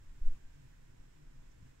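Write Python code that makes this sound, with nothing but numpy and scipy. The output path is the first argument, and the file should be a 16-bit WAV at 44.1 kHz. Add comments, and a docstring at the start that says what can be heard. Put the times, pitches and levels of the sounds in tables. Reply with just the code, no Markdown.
"""At the wall of a wooden hive at night, a cluster of honey bees hums faintly, a little right of a
hand-held camera. Many wings beat at nearly the same pitch; single bees fan harder or scuff, and a thin
whine comes and goes over the soft rustle of crawling bodies and steady microphone hiss.
The hand rumbles and bumps on the camera, shifts its grip once with a dull thump and a rub,
and later gives a small knock."""
import sys
import numpy as np
from scipy.fft import rfft, irfft, next_fast_len
from scipy.io import wavfile
from scipy.ndimage import map_coordinates

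SR = 44100
rng = np.random.default_rng(int(sys.argv[2]) if len(sys.argv) > 2 else 0)


def unload_audio(sound):
    """Save the sound as a 16-bit wav file, at the path given as the first command line argument."""
    columns = np.transpose(np.atleast_2d(sound))
    # keep every value between -1 and 1, then stretch to whole-number steps
    steps = np.round(np.clip(columns, -1, 1) * 32767)
    wavfile.write(sys.argv[1], SR, steps.astype(np.int16))


N = 79380
TIME = np.arange(N) / SR


def amp(db):
    """Decibels to gain."""
    return 10 ** (np.asarray(db) / 20)


def unit(x):
    """Scale to rms 1."""
    return x / np.sqrt(np.mean(x ** 2) + 1e-20)


def along(points, hz):
    """Read (frequency [Hz], value) points on a log axis."""
    freqs, values = np.transpose(points)
    return np.interp(np.log(hz + 1), np.log(freqs + 1), values)


def fader(points):
    """Ride through (time [s], value) points, one value per sample."""
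    return np.interp(TIME, *np.transpose(points))


def wobble(per_s):
    """Smooth random modulation, per_s knots a second."""
    return map_coordinates(rng.standard_normal(1024), [TIME * per_s + 2], mode="wrap")


def swell(middle_s, half_s):
    """A bell-shaped fade in and out."""
    return np.exp(-((TIME - middle_s) / half_s) ** 2)


def filtered(x, response):
    """Filter x by a complex response of frequency."""
    size = next_fast_len(N + SR // 2)
    return irfft(rfft(x, size) * response(np.fft.rfftfreq(size, 1 / SR)), size)[..., :N]


def noise(eq):
    """Noise coloured by an EQ curve, at rms 1."""
    size = next_fast_len(N + SR // 4)
    gain = amp(along(eq, np.fft.rfftfreq(size, 1 / SR)))
    return unit(irfft(rfft(rng.standard_normal(size)) * gain, size)[:N])


# Timbre of a wingbeat (frequency [Hz], relative level [dB])
WING_TIMBRE = [(130, -3), (175, -5.5), (255, -8), (320, -12), (390, -19), (480, -18), (620, -17.5),
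               (950, -27.5), (1600, -31.5), (2400, -30)]
def wings(hz, dark_db_per_octave=0, wander=.02, jitter=.06):
    """Beating wings buzz in 15 harmonics; the pitch drifts and jitters, the level flutters."""
    pitch = hz * (1 + wander * wobble(per_s=7) + jitter * wobble(per_s=80))
    phase = 2 * np.pi * np.cumsum(pitch) / SR
    buzz = 0
    for k in range(1, 16):
        db = along(WING_TIMBRE, k * hz) - dark_db_per_octave * np.log2(k)
        buzz += amp(db) * np.sin(k * phase + 2 * np.pi * rng.random())
    flutter_db = 2 * wobble(per_s=77)
    return unit(buzz * amp(flutter_db))


# Groups of humming bees (wingbeat [Hz], relative level [dB])
BEE_GROUPS = [(122, -4.5), (131, -4), (141, -6.5), (160, -5.5)]
# Fader ride of the hum (time [s], level [dB])
HUM_RIDE = [(0, -69.5), (.33, -67.5), (.5, -70.5), (.62, -69), (.75, -71), (.9, -66), (1.15, -70),
            (1.42, -65), (1.5, -68.5), (1.66, -65.5), (1.8, -69.5)]
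def hum(swell_db=2):
    """The bed of many beating wings: each group swells and fades by itself."""
    chorus = 0
    for hz, db in BEE_GROUPS:
        group = wings(hz) * amp(swell_db * wobble(per_s=8.99))
        chorus += amp(db) * unit(group)
    return amp(fader(HUM_RIDE)) * unit(chorus)


# Colour of the rustle (frequency [Hz], relative level [dB])
RUSTLE_EQ = [(60, -47), (200, 6), (300, 10), (450, 8.5), (750, -1.5), (980, 3), (1220, -7.5), (1520, -1.5),
             (2100, -8), (4000, -14), (7500, -16.5), (10000, -70)]
def rustle():
    """Crawling bodies blend into a soft, steady noise."""
    return amp(-74) * noise(RUSTLE_EQ)


# Colour of the hand's rumble (frequency [Hz], relative level [dB])
RUMBLE_EQ = [(5, -1), (12, -2.5), (25, -1.5), (42, -10.5), (75, -11.5), (110, -20), (200, -32), (500, -66)]
# Fader ride of the rumble (time [s], level [dB])
RUMBLE_RIDE = [(0, -50.5), (.1, -57.5), (.17, -51), (.22, -55.5), (.33, -49), (.38, -63), (.55, -55),
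               (.8, -57.5), (1.2, -59.5), (1.42, -58.5), (1.55, -57.5), (1.65, -56.5), (1.8, -59.5)]
def hand_rumble(width_db=-14):
    """The hand rumbles through the camera body, nearly alike in both microphones."""
    width = amp(width_db) * np.array([noise(RUMBLE_EQ), noise(RUMBLE_EQ)])
    return amp(fader(RUMBLE_RIDE)) * (noise(RUMBLE_EQ) + width)


# Colour of each microphone's hiss (frequency [Hz], relative level [dB])
HISS_LEFT_EQ = [(50, 9), (500, -6), (1200, 0.5), (1800, 5), (2600, 3), (3300, -2), (4200, -3.5), (5000, -4),
                (7900, -9), (8400, -9), (10500, -12.5), (15500, -10.5)]
HISS_RIGHT_EQ = [(50, 14), (500, 3), (1250, 1), (1800, 7.5), (2900, 1), (3900, -1.5), (4700, -5.5),
                 (5200, 0.5), (6400, -1.5), (7100, 2), (7900, 2), (8300, -6), (10200, -10.5),
                 (15500, -14.5)]
# Slow drift of the hiss (time [s], boost [dB])
HISS_RIDE = [(0, 1), (.2, 2), (.45, 2.5), (.72, 1.7), (.9, 1.2), (1.4, 1), (1.63, 1.8), (1.8, 1)]
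def microphone_hiss(waver_db=.52):
    """Each microphone has its own slightly wavering hiss, louder on the right."""
    gain = amp(fader(HISS_RIDE) + waver_db * wobble(per_s=16))
    left = amp(-76.5) * noise(HISS_LEFT_EQ)
    right = amp(-72) * noise(HISS_RIGHT_EQ)
    return gain * np.array([left, right])


def push(deepest_s, hz):
    """One soft swing of the camera body: a dip between two shallow crests."""
    spread = (np.pi * hz * (TIME - deepest_s)) ** 2
    return (2 * spread - 1) * np.exp(-spread)


# Bumps on the camera (time [s], peak level [dB], swing [Hz])
CAMERA_BUMPS = [(0.103, -42, 20.4), (0.278, -29, 20.3), (0.363, -48.5, 37), (0.459, -44, 13),
                (0.898, -56, 66), (1.01, -47.5, 14.7), (1.279, -48.5, 21.3), (1.388, -47.5, 17.6),
                (1.478, -48, 26), (1.629, -45, 97)]
def bumps():
    """The hand nudges the camera; the last, quickest push is a small knock."""
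    return sum(amp(db) * push(at_s, hz) for at_s, db, hz in CAMERA_BUMPS)


# Accents in the hum (middle [s], half length [s], wingbeat [Hz], level [dB])
FANNING_SURGES = [(0.13, 0.069, 141, -68), (0.353, 0.023, 138, -61.5), (0.599, 0.039, 139, -61.5),
                  (0.648, 0.029, 131.3, -58), (0.828, 0.02, 130, -65.5), (1.079, .04, 136, -67.5),
                  (1.217, 0.046, 143, -65), (1.355, 0.017, 130, -60.5), (1.621, 0.064, 120, -60.5)]
def fanning():
    """Single bees fan harder for a moment, darker in tone than the hum."""
    return sum(amp(db) * swell(middle_s, half_s) * wings(hz, dark_db_per_octave=9.5)
               for middle_s, half_s, hz, db in FANNING_SURGES)


def grip_thump(start_s=.213, attack_s=.01036):
    """The grip slips abruptly and gives the camera one deep, dull swing."""
    slip = np.clip((TIME - start_s) / attack_s, 0, 1)
    fade_in = np.sin(np.pi / 2 * slip) ** 2
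    return amp(-21) * fade_in * push(deepest_s=.271, hz=8.77)


def friction(eq, grain_db):
    """Skin sticks and slips: grainy noise, separate in each microphone."""
    return np.array([unit(noise(eq) * amp(grain_db * wobble(per_s=400))) for mic in range(2)])


# Colour of the rub (frequency [Hz], relative level [dB])
RUB_EQ = [(60, 8), (150, 26.5), (290, 23.5), (550, 5.5), (1500, 1), (2800, 2), (4500, -4), (8000, -1),
          (11000, -13), (15500, -12)]
def finger_rub(start_s=.232, length_s=.12, attack_s=.0079, release_s=.045):
    """A finger slides briefly on the case as the grip shifts."""
    attack = np.clip((TIME - start_s) / attack_s, 0, 1)
    release = np.exp(-np.maximum(TIME - start_s - length_s, 0) / release_s)
    return amp(-65.5) * attack * release * friction(RUB_EQ, grain_db=2)


# Colour of the scratch (frequency [Hz], relative level [dB])
SCRATCH_EQ = [(2000, -29), (7000, 9), (12000, -3), (15500, -8)]
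def skin_scratch(start_s=.258, decay_s=.0073):
    """The sliding skin catches once with a short, bright scratch."""
    envelope = (TIME > start_s) * np.exp(-np.abs(TIME - start_s) / decay_s)
    return amp(-70) * envelope * friction(SCRATCH_EQ, grain_db=2.5)


# Scuffs in the cluster (middle [s], half length [s], band centre [Hz], level [dB])
BEE_SCUFFS = [(0.348, 0.017, 2500, -75), (0.361, 0.025, 1000, -79), (0.738, 0.014, 1840, -75),
              (1.52, 0.012, 6050, -82), (1.623, .016, 6100, -85.5)]
def scuffs(width_octaves=.2):
    """Legs and wings scrape briefly, each scrape in its own narrow band."""
    scrapes = 0
    for middle_s, half_s, centre_hz, db in BEE_SCUFFS:
        band = lambda hz: np.exp(-(np.log2((hz + 1) / centre_hz) / width_octaves) ** 2 / 2)
        scrape = unit(filtered(rng.standard_normal(N), band))
        scrapes += amp(db) * swell(middle_s, half_s) * scrape
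    return scrapes


def whine(hz=1593, wander=.00775):
    """One thin, wavering tone comes and goes in the cluster."""
    pitch = hz * (1 + wander * wobble(per_s=40))
    tone = unit(np.sin(2 * np.pi * np.cumsum(pitch) / SR))
    return amp(-85.5) * swell(middle_s=.51, half_s=.14) * tone


# Stereo balance of the bees (frequency [Hz], left minus right [dB])
BEE_PAN = [(130, 1.5), (260, -2.5), (400, -3), (900, -6), (1600, -11.5), (2400, 6), (6000, -10)]
# Lag of the left microphone behind the right (frequency [Hz], delay [s])
LEFT_LAG = [(130, 0.00097), (260, 0.00088), (600, 0.00084), (1000, 0.00072), (1500, 0.00069), (3500, .0006)]
def pan_right(bees):
    """The bees reach the right microphone first, and louder in most bands."""
    side = np.array([[.5], [-.5]])  # left and right each take half the difference
    balance = lambda hz: amp(side * along(BEE_PAN, hz))
    delay = lambda hz: np.exp(-2j * np.pi * hz * side * along(LEFT_LAG, hz))
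    return filtered(bees, lambda hz: balance(hz) * delay(hz))


def scene():
    """The mix: bees to the right, handling noise in the centre, hiss underneath."""
    bees = hum() + fanning() + rustle() + scuffs() + whine()
    handling = hand_rumble() + bumps() + grip_thump() + finger_rub() + skin_scratch()
    return pan_right(bees) + handling + microphone_hiss()


def record(dry):
    """The camera keeps nothing above its band limit."""
    top_hz = 15720
    return filtered(dry, lambda hz: hz < top_hz)


dry = scene()
out = record(dry)
unload_audio(out)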